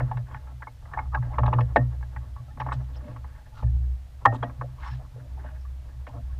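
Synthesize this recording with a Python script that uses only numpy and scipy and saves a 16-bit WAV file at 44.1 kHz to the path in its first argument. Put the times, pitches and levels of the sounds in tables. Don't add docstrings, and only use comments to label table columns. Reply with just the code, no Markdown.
import sys
import numpy as np
from scipy import signal
from scipy.fft import rfft, irfft, next_fast_len
from scipy.io import wavfile
from scipy.ndimage import uniform_filter1d, map_coordinates

SR = 44100
rng = np.random.default_rng(int(sys.argv[2]) if len(sys.argv) > 2 else 0)


def volts_from_db(level):
    exponent = np.asarray(level, float) / 20
    return 10 ** exponent


def file_out(sig):
    cols = np.atleast_2d(sig).T
    lim = np.clip(cols, -1, 1)
    pcm = np.round(lim * 32767).astype(np.int16)
    wavfile.write(sys.argv[1], SR, pcm)


N = 281799

# f/Hz, level/dB, t60/s
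FITTING_MODES = [(2260, -2, .014), (2400, -1, .015), (2630, 0, .016), (2850, -1, .014), (3050, -3, .012),
                 (3270, -6, .013), (3550, -9, .011), (3850, -9, .013), (4150, -15, .01), (4450, -17, .01),
                 (4850, -20, .01), (5350, -20, .018), (5650, -21, .012), (6400, -25, .008)]
DRAIN_DB, DRAIN_T60_S = -15, .1


def unit(x):
    return x / np.sqrt(np.mean(x ** 2) + 1e-20)


def curves(rows):
    s, *cols = np.transpose(rows)
    return [np.interp(np.arange(N) / SR, s, c) for c in cols]


def wobble(rate_hz):
    knots = rng.standard_normal(int(N * 60 / SR) + 8)
    return map_coordinates(knots, [np.arange(N) * min(rate_hz, 59) / SR])


def filtered(x, response):
    m = next_fast_len(N + SR // 2)
    return irfft(rfft(x, m) * response(np.fft.rfftfreq(m, 1 / SR)), m)[:N]


def coloured(x, spectrum):
    f, db = np.transpose(spectrum)
    return filtered(x, lambda hz: volts_from_db(np.interp(np.log(hz + 1), np.log(f + 1), db)))


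def noise(spectrum):
    return unit(coloured(rng.standard_normal(N), spectrum))


def place(out, sound, start_s):
    out[max(round(start_s * SR), 0):][:len(sound)] += sound


def swell(length_s, clumps_db, count):
    rough = rng.standard_normal((2, count))
    clumps = volts_from_db(clumps_db * unit(uniform_filter1d(rough[1], size=300)))
    rise_fall = np.sin(np.pi * np.clip(np.arange(count) / SR / length_s, 0, 1)) ** 1.5
    return rise_fall * clumps * rough[0]


def ring(modes, t, near_hz=1000, fall_db=0):
    hz, db, t60_s = np.transpose(modes)[:, :, None]
    luck = rng.standard_normal((2, len(modes), 1))
    build = np.minimum(t * hz / 3.36, 1) ** 2
    db = db - fall_db * np.log2(hz / near_hz) ** 2
    decay = volts_from_db(db + 1.5 * luck[0]) * np.exp(-np.log(1000) * t / t60_s)
    waves = decay * np.sin(2 * np.pi * hz * (1 + .006 * luck[1]) * t)
    early = 1 + 0.49 * np.exp(-t / 0.0046)
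    return np.sum(build * waves, axis=0) * early


def boat(push, hull_db, deck_db, rail_db, fitting_db, near_hz=1000, fall_db=0):
    # f/Hz, level/dB, t60/s
    mount_modes = [(781.6, -6.5, 0.063), (861.7, 0, 0.057), (913.3, -0.5, 0.027), (1030, -1.5, 0.033),
                   (1108.3, 3, 0.034), (1200, -2.5, 0.039), (1326, -10, 0.075)]
    hull_modes = [(179.6, -9, 0.12), (234, -6.5, 0.17), (268, -4.5, 0.16), (325.2, -9.5, 0.11),
                  (375.7, -5, 0.052)]
    deck_modes = [(493.8, -2.5, 0.12), (517.7, -0.5, 0.055), (604.8, 2, 0.11), (700, -1, 0.11)]
    rail_modes = [(1510.5, 0.5, 0.033), (1630, 0.5, 0.041), (1710, 1, 0.04), (1800, -6, 0.065),
                  (1954, -3, 0.026), (2192, -7, 0.023)]
    t = np.arange(SR // 9) / SR
    rings = [ring(mount_modes, t, near_hz, fall_db)]
    rings += [ring(modes, t) for modes in (hull_modes, deck_modes, rail_modes, FITTING_MODES)]
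    answers = signal.fftconvolve(np.array(rings), np.atleast_2d(push), axes=1)
    peaks = np.max(np.abs(answers), axis=1)
    return (volts_from_db(np.array([0, hull_db, deck_db, rail_db, fitting_db])) / peaks) @ answers


def wind():
    # t/s, level/dB
    gust_rows = [(0.0, -37.5), (0.28, -51.5), (0.34, -49.5), (0.69, -58.5), (0.94, -47), (1.58, -41),
                 (1.94, -49.5), (3.58, -51), (3.75, -38), (3.84, -52.5), (5.29, -50.5), (5.43, -50.5),
                 (6.05, -52), (6.39, -48)]
    # f/Hz, density/dB per Hz
    buffet_spectrum = [(12, -33.5), (20, -1), (49, 3), (66, 6), (92, -1), (124, 0), (140, -4.5), (152, -15),
                       (189, -24), (255, -25), (323, -37.5), (400, -43), (520, -72), (880, -120)]
    # f/Hz, density/dB per Hz
    hiss_spectrum = [(300, -8), (420, -10), (630, -3), (1000, -10.5), (1800, -12), (2400, -14.5),
                     (4000, -16.5), (8000, -22.5), (12500, -25.5), (15000, -24), (15500, -59)]
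    buffet = volts_from_db(curves(gust_rows)[0] + 7.5) * noise(buffet_spectrum)
    return buffet + volts_from_db(-63.0) * noise(hiss_spectrum)


def wash():
    # t/s, level/dB
    lapping_rows = [(0.0, -40), (0.69, -69), (0.93, -67), (1.07, -70), (1.21, -44.5), (1.46, -44.5),
                    (1.87, -50), (2.21, -56.5), (3.22, -51.5), (3.9, -66), (4.2, -69), (4.31, -39),
                    (4.56, -53), (4.88, -56.5), (5.3, -58), (5.6, -57), (5.87, -64), (6.39, -55.5)]
    push = rng.standard_normal(N) * volts_from_db(5 * wobble(30))
    return volts_from_db(curves(lapping_rows)[0] - 6.0) * unit(boat(push, -0.77, -2.6, -9.0, -17)[:N])


def shaken(rows, fade_db_per_s):
    t = np.arange(0, N + 64, 64) / SR
    energy = 0
    for s, build_s, hold_s, db in rows:
        before_db = 20 * np.maximum(s - t, 0) / build_s
        after_db = fade_db_per_s * np.maximum(t - s - hold_s, 0)
        energy = energy + volts_from_db(db - before_db - after_db) ** 2
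    return np.interp(np.arange(N) / SR, t, np.sqrt(energy))


def pole():
    # t/s, build-up/s, hold/s, level/dB
    rock_rows = [(0, 0.034, 0.01, -32.5), (0.098, .05, .02, -41), (.25, 0.11, 0.057, -37.5),
                 (0.493, 0.37, 0.093, -36.5), (1.086, 0.2, 0.081, -26), (1.394, 0.11, 0.09, -22),
                 (1.706, 0.18, .05, -30.5), (1.815, 0.26, 0.19, -27.5), (2.162, 0.12, 0.021, -30.5),
                 (2.323, 0.14, 0.026, -32.5), (2.695, 0.14, 0.27, -30.5), (3.227, 0.11, 0.018, -33),
                 (3.646, 0.027, 0.011, -17.5), (3.755, .1, 0.17, -23), (4.204, 0.18, 0.13, -39),
                 (4.423, 0.13, 0.3, -43), (4.872, 0.3, 0.077, -31), (5.304, 0.14, 0.15, -33),
                 (5.597, 0.36, 0.2, -31.5), (5.99, .15, 0.043, -35), (6.251, 0.18, 0.15, -30.5)]
    # t/s, hold/s, level/dB
    jolt_rows = [(0.03, 0.0079, -20), (0.163, 0.044, -28), (0.356, .02, -38), (0.523, 0.19, -45.5),
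                 (.95, 0.094, -39), (1.199, 0.014, -19.5), (1.426, 0.074, -18.5), (1.559, 0.055, -17.5),
                 (1.805, 0.017, -16), (1.99, 0.08, -36), (2.172, 0.017, -35.5), (2.403, 0.018, -37.5),
                 (2.607, 0.091, -30.5), (2.764, 0.041, -28), (2.96, 0.027, -42), (3.102, 0.092, -39),
                 (3.655, 0.0067, -19), (3.8, 0.046, -36), (4.278, 0.034, -24.5), (4.412, 0.019, -28),
                 (4.593, 0.069, -31), (4.926, 0.047, -32.5), (5.147, 0.075, -36.5), (5.347, 0.074, -46),
                 (5.958, 0.062, -45.5), (6.117, 0.11, -39.5)]
    jolt_hz = [122.6, 121.3, 126.4, 121.1, 120.8, 121.9, 121.4, 119.4, 123.2, 120.6, 120.2, 120.1, 126.5,
               127.9, 122.5, 114.6, 119.9, 119.7, 115, 120.4, 127, 126.9, 124.8, 124.4, 123.1, 117.4]
    build_s = 0.027
    jolts = [(s, build_s, hold_s, db) for s, hold_s, db in jolt_rows]
    pitches = [(s + hold_s / 2 + build_s / 2, hz) for (s, hold_s, db), hz in zip(jolt_rows, jolt_hz)]
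    lower = (63.95, shaken(rock_rows, 130.5), .012, 1)  # Hz, amplitude, pitch wander, flutter dB
    upper = (curves(pitches)[0], shaken(jolts, 158), .012, 2)
    hum = 0
    for hz, level, wander, flutter_db in (lower, upper):
        phase = 2 * np.pi * np.cumsum(hz * (1 + wander * wobble(11))) / SR
        hum = hum + level * volts_from_db(flutter_db * wobble(18)) * np.sin(phase)
    return hum


def spray():
    # t/s, length/s, centre f/Hz, width/octaves, level/dB
    spray_rows = [(1.38, 0.2, 4480, .5, -76), (2.588, 0.041, 4480, 0.34, -76),
                  (2.716, 0.052, 3200, 0.71, -58), (2.722, 0.021, 7940, 0.044, -65),
                  (2.927, 0.051, 3350, 0.28, -61.5), (2.953, 0.031, 5300, 0.078, -63.5),
                  (3.53, 0.11, 3320, 0.57, -62), (4.326, 0.05, 6960, 0.32, -67),
                  (4.329, 0.046, 3220, 0.31, -59.5), (2.996, 0.21, 2700, 0.63, -71),
                  (4.77, 0.23, 2780, 0.62, -57), (5.413, 0.13, 2700, 0.35, -72), (4.8, 0.15, 6500, .4, -69),
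                  (4.845, 0.065, 5360, 0.07, -67), (4.885, 0.067, 5380, 0.041, -66),
                  (5.573, 0.085, 5230, 0.13, -72), (6.078, 0.024, 3960, .7, -68.5)]
    # t/s, length/s, centre f/Hz, level/dB
    gurgle_rows = [(.274, 0.09, 1030, -56), (.085, 0.024, 1400, -62), (.262, 0.024, 1600, -61),
                   (1.295, 0.042, 760, -48.5), (1.33, 0.026, 1080, -47), (1.335, 0.028, 1970, -58),
                   (2.465, .05, 705, -63), (2.5, 0.16, 230, -56), (3.0, 0.15, 232, -56),
                   (3.56, 0.038, 1240, -54.5), (3.615, 0.05, 206, -49.5), (3.8, 0.16, 402, -71),
                   (4.285, 0.057, 640, -42.5), (4.62, 0.058, 610, -47.5), (4.775, 0.05, 1030, -55.5),
                   (4.805, 0.041, 1480, -58), (4.86, 0.044, 1030, -51), (4.982, 0.055, 650, -58.5),
                   (5.038, 0.036, 1150, -61), (5.148, 0.054, 490, -57), (5.3, 0.17, 400, -65),
                   (5.368, 0.032, 816, -57.5), (5.39, 0.022, 1630, -63), (5.235, 0.041, 580, -62.5),
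                   (5.19, 0.035, 1634, -63.5), (5.43, .08, 1540, -59), (5.81, .08, 684, -71),
                   (6.07, 0.052, 870, -54), (6.15, 0.045, 1103, -62)]
    # t/s, length/s, centre f/Hz,
    # level/dB
    pocket_rows = [(.31, 0.044, 3230, -71), (.598, 0.039, 880, -60.5), (2.37, .04, 1110, -60),
                   (2.48, .04, 1320, -68), (2.497, 0.038, 1770, -67.5), (2.49, .06, 840, -67),
                   (2.799, 0.025, 1700, -69), (2.985, 0.036, 1750, -70), (3.029, 0.087, 600, -55.5),
                   (3.4, .03, 840, -70), (3.451, 0.037, 1780, -69), (3.525, .03, 874, -64.5),
                   (3.55, .03, 1400, -66), (3.585, .035, 857, -59), (3.627, 0.031, 1800, -65),
                   (3.663, 0.03, 1760, -68), (3.735, .03, 790, -71.5), (3.8, .04, 730, -76),
                   (4.252, 0.011, 3250, -43), (4.427, 0.015, 3270, -52), (4.903, 0.054, 1720, -59),
                   (5.465, .093, 618, -62.5), (5.545, 0.034, 1710, -69), (5.644, 0.029, 1166, -65.5),
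                   (5.881, 0.055, 1710, -72), (6.13, 0.085, 692, -58), (6.29, 0.03, 1090, -68.5)]
    bursts = list(spray_rows)
    for rows, octaves in ((gurgle_rows, 0.2), (pocket_rows, 0.042)):
        bursts += [(s, length_s, hz, octaves, db) for s, length_s, hz, db in rows]
    out, hz = np.zeros(N + SR), np.fft.rfftfreq(12000, 1 / SR) + 1
    for s, length_s, centre_hz, octaves, db in bursts:
        band = np.exp(-.5 * (np.log2(hz / centre_hz) / octaves) ** 2)
        burst = irfft(rfft(swell(length_s, clumps_db=3, count=12000)) * band)
        burst = np.roll(burst, 882)
        place(out, volts_from_db(db + 12) * burst / np.max(np.abs(burst)), s - 882 / SR)
    return out[:N]


def struck_notes(rows, build_s):
    t, out = np.arange(N) / SR, np.zeros(N)
    for s, hz, db, t60_s in rows:
        u = np.maximum(t - s, 0)
        envelope = volts_from_db(db - 60 * u / t60_s) * (1 - np.exp(-u / build_s)) ** 2
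        out += envelope * np.sin(2 * np.pi * hz * u)
    return out


def stay():
    # t/s, f/Hz, level/dB, t60/s
    wire_rows = [
        (.628, 1720, -40, 0.089),
        (.672, 2170, -29.5, 0.037),
        (.975, 2150, -37, 0.12),
        (1.782, 1856, -35.5, 0.15),
        (4.268, 1850, -28, 0.19),
        (4.44, 1890, -37, 0.09),
    ]
    return struck_notes(wire_rows, build_s=0.0051) * volts_from_db(1.5 * wobble(50))


def thumps():
    # t/s, f/Hz, level/dB, t60/s
    thump_rows = [(1.7598, 726, 3.5, 0.017), (1.762, 842, -13, 0.053), (1.765, 1804, -16.5, 0.062),
                  (4.2525, 1093, -1.5, 0.035), (4.2598, 1906, -9, 0.025), (4.263, 798, -11, 0.099),
                  (4.272, 620, -18, 0.039)]
    return struck_notes(thump_rows, build_s=0.00095)


def sloshes():
    # t/s, length/s, peak level/dB, deck level/dB, rail level/dB
    slosh_rows = [(0, 0.22, -61, 5, -28), (0.251, 0.18, -48, -16, -3), (0.418, 0.11, -49, -10, -10),
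                  (0.827, 0.29, -41, -15, -18), (0.97, 0.061, -43, -22, -23),
                  (1.114, 0.068, -28.5, -27, -31), (1.289, 0.14, -42.5, -45, -10.5),
                  (1.387, 0.25, -36, -2, -22.5), (1.766, 0.095, -44, 1.5, -17),
                  (2.601, 0.19, -43, -4.5, -6), (2.96, 0.24, -48.5, 2, -6), (3.199, 0.27, -55, -32, -1.5),
                  (3.521, 0.14, -45.5, -14, -7.5), (4.182, 0.08, -50, -5, -23),
                  (4.31, 0.056, -33, -3.5, -15), (4.433, 0.065, -43, -3.5, -15), (4.488, 0.041, -54, 0, -7),
                  (4.774, 0.2, -41, -29, -0.5), (4.976, 0.084, -56, -4, -12), (5.138, 0.17, -65.5, 7.5, -2),
                  (5.354, 0.2, -49, -14, -3), (5.531, 0.05, -62, -8, 7), (5.79, 0.14, -59, -2, -1.5),
                  (6.077, 0.14, -50, 3, -8.5), (6.268, 0.11, -70, -17, 12)]
    out = np.zeros(N + SR)
    for s, length_s, db, deck_db, rail_db in slosh_rows:
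        push = swell(length_s, clumps_db=5, count=SR // 4)
        sound = boat(push, deck_db + 0.5, deck_db, rail_db, rail_db - 10)
        place(out, volts_from_db(db + 3.5) * sound, s)
    return out[:N]


def rattles():
    # t/s, peak level/dB, length/s, favoured f/Hz
    rattle_rows = [(0.114, -50.5, 0.0023, 2600), (.171, -44.5, 0.0022, 3400), (.935, -61, .003, 3200),
                   (0.97, -58, 0.0034, 3250), (.993, -67, .003, 3250), (1.146, -45, .003, 2780),
                   (1.385, -36, 0.0017, 2700), (1.433, -49, 0.0027, 3000), (1.463, -36, 0.0017, 2920),
                   (1.478, -50, 0.0036, 2850), (1.532, -33.5, 0.0025, 2750), (1.588, -45, 0.0033, 3000),
                   (1.607, -36.5, 0.0022, 3300), (1.76, -27, 0.0034, 2590), (2.599, -38.5, 0.004, 3180),
                   (2.613, -48, 0.0019, 3000), (2.667, -54, 0.0018, 2600), (2.722, -37.5, 0.0037, 2600),
                   (2.727, -46, .001, 5000), (2.843, -60, .002, 3000), (3.165, -55.5, .002, 2730),
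                   (3.629, -53, 0.0018, 2830), (4.253, -30, 0.0011, 2400), (4.429, -40.5, 0.0055, 3600),
                   (6.067, -48.5, 0.0053, 2930)]
    out, t = np.zeros(N + SR), np.arange(SR // 20) / SR
    for s, db, length_s, near_hz in rattle_rows:
        envelope = t / length_s * np.exp(1 - t / length_s) + volts_from_db(DRAIN_DB - 60 * t / DRAIN_T60_S)
        shake = envelope * rng.standard_normal(len(t))
        sound = signal.fftconvolve(shake, ring(FITTING_MODES, t, near_hz, fall_db=7))
        place(out, volts_from_db(db) * sound / np.max(np.abs(sound)), s - .002)
    return out[:N]


def peak_clicks():
    # t/s, level/dB
    click_rows = [(.174, -58), (1.147, -56), (1.388, -55.5), (1.466, -56), (1.537, -55.5), (1.611, -55),
                  (1.762, -44), (2.604, -47), (2.733, -52), (4.2563, -30), (6.07, -61)]
    # f/Hz, density/dB per Hz
    click_spectrum = [(1500, -120), (2500, -19), (4000, -0.5), (6000, -4), (8000, -6), (11000, -21.5),
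                      (15000, -24.5)]
    clicks = np.zeros(N)
    for s, db in click_rows:
        clicks[round(s * SR)] = 5 * volts_from_db(db)
    return coloured(clicks, click_spectrum)


def slaps():
    # t/s, peak level/dB, deck level/dB, rail level/dB, favoured mount f/Hz
    knock_rows = [(.002, -27.5, 3, 0.5, 990), (0.1143, -20, -27, -17, 820), (0.937, -26, -13, -2, 1090),
                  (0.974, -16.5, -30, -18, 890), (0.99, -19, -20.5, -7, 980),
                  (1.148, -17.5, -15, -1.5, 830), (1.384, -11.5, -11, -15, 944),
                  (1.434, -14.5, -12, -19, 960), (1.46, -19, -31, -15, 930),
                  (1.479, -13.5, -17, -21.5, 990), (1.529, -13.5, -11.5, -18.5, 1000),
                  (1.587, -14, -12.5, -21, 1040), (1.608, -26, -3.5, -4.5, 1000),
                  (1.762, -10, 0, -3.5, 968), (2.601, -21.5, -13, -9, 870), (2.616, -20.5, -25, -16, 970),
                  (2.664, -21.5, -10.5, -19, 850), (2.688, -23, -13, -11.5, 990),
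                  (2.7201, -18, -17, -11, 1070), (4.2565, -2.5, -13, -6, 1058), (4.4248, -32, -1, -8, 900),
                  (4.429, -17.5, -3.5, -8.5, 950), (4.613, -22, -9.5, -10.5, 1065),
                  (6.069, -37, 1, -1, 1010)]
    tap_rows = [(0.172, -30.5, -10.5, -6.5, 1000), (.284, -45, -18, -20, 1000), (.313, -40, -8.5, -6, 900),
                (0.346, -29.5, -22, -2.5, 950), (.623, -34, -11.5, 1.5, 1060),
                (.671, -27.5, -16.5, -16, 990), (.826, -47, -7, -10, 796), (0.855, -44.5, -2, -0.5, 1200),
                (.917, -52, -7, 0, 930), (1.133, -33, -8, -12, 1010), (1.161, -36, -10, -14, 940),
                (1.226, -35, -7, -4.5, 860), (1.394, -21.5, -9.5, -19, 990), (1.54, -25, -17, -11, 1000),
                (1.714, -47, 2.5, -20, 950), (2.010, -44, -14, -11, 910), (2.028, -37, -13, -2, 1000),
                (2.163, -31.5, -18, -3, 930), (2.364, -35, -23, -17, 1030), (2.574, -35, -6, -13, 940),
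                (2.713, -33, -9, -5, 1000), (2.958, -55.5, 7.5, 4.5, 950), (3.163, -34.5, -25, -14, 1060),
                (3.244, -38, -9.5, -9, 1030), (3.464, -54, 1, -2, 945), (3.626, -31.5, -2.5, -18, 960),
                (3.839, -60, -18, 4, 1110), (4.346, -32, -15, -21.5, 1070), (4.497, -37.5, -10, -8, 1110),
                (4.582, -65, -14, -10, 850), (4.864, -32, -23, -24, 1110), (5.441, -42, 4.5, -15, 900),
                (5.653, -50, -20, -3.5, 1150)]
    strike_gain = [
        [40],
        [16],
        [16],
        [10],
        [5],
    ]
    drain_part_db = [
        [-7],
        [0],
        [-1],
        [-3],
        [-7],
    ]
    out, t = np.zeros(N + SR), np.arange(SR // 16) / SR
    blow_s = np.array([[.0009], [.0012], [.0009], [.0013], [.0028]])
    drain = volts_from_db(DRAIN_DB + np.array(drain_part_db) - 60 * t / DRAIN_T60_S) * (1 - np.exp(-t / .004))
    rough = t / blow_s * np.exp(1 - t / blow_s) + drain
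    strike = np.array(strike_gain) * (np.arange(len(t)) == round(.0006 * SR))
    for s, db, deck_db, rail_db, near_hz in knock_rows + tap_rows:
        push = strike + rough * rng.standard_normal(rough.shape)
        sound = boat(push, deck_db - 9.5, deck_db, rail_db, rail_db - 21, near_hz, fall_db=57.5)
        place(out, volts_from_db(db - 2.0) * sound, s - .0025)
    return out[:N]


def scene():
    background = wind() + wash() + pole() + spray()
    struck = stay() + thumps() + sloshes() + rattles() + peak_clicks() + slaps()
    return (background + struck)[None]


def low_pass(x):
    return signal.sosfilt(signal.butter(12, 15300, fs=SR, output="sos"), x)


def record(dry):
    clipped = dry / (1 + np.abs(dry / .87) ** 30) ** (1 / 30)
    gaps = uniform_filter1d(1. * (wobble(35) > 1.4), size=200)
    top_band = filtered(clipped[0], lambda hz: hz > 13200)
    mix = clipped - gaps * top_band
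    return low_pass(mix)


dry = scene()
out = record(dry)
file_out(out)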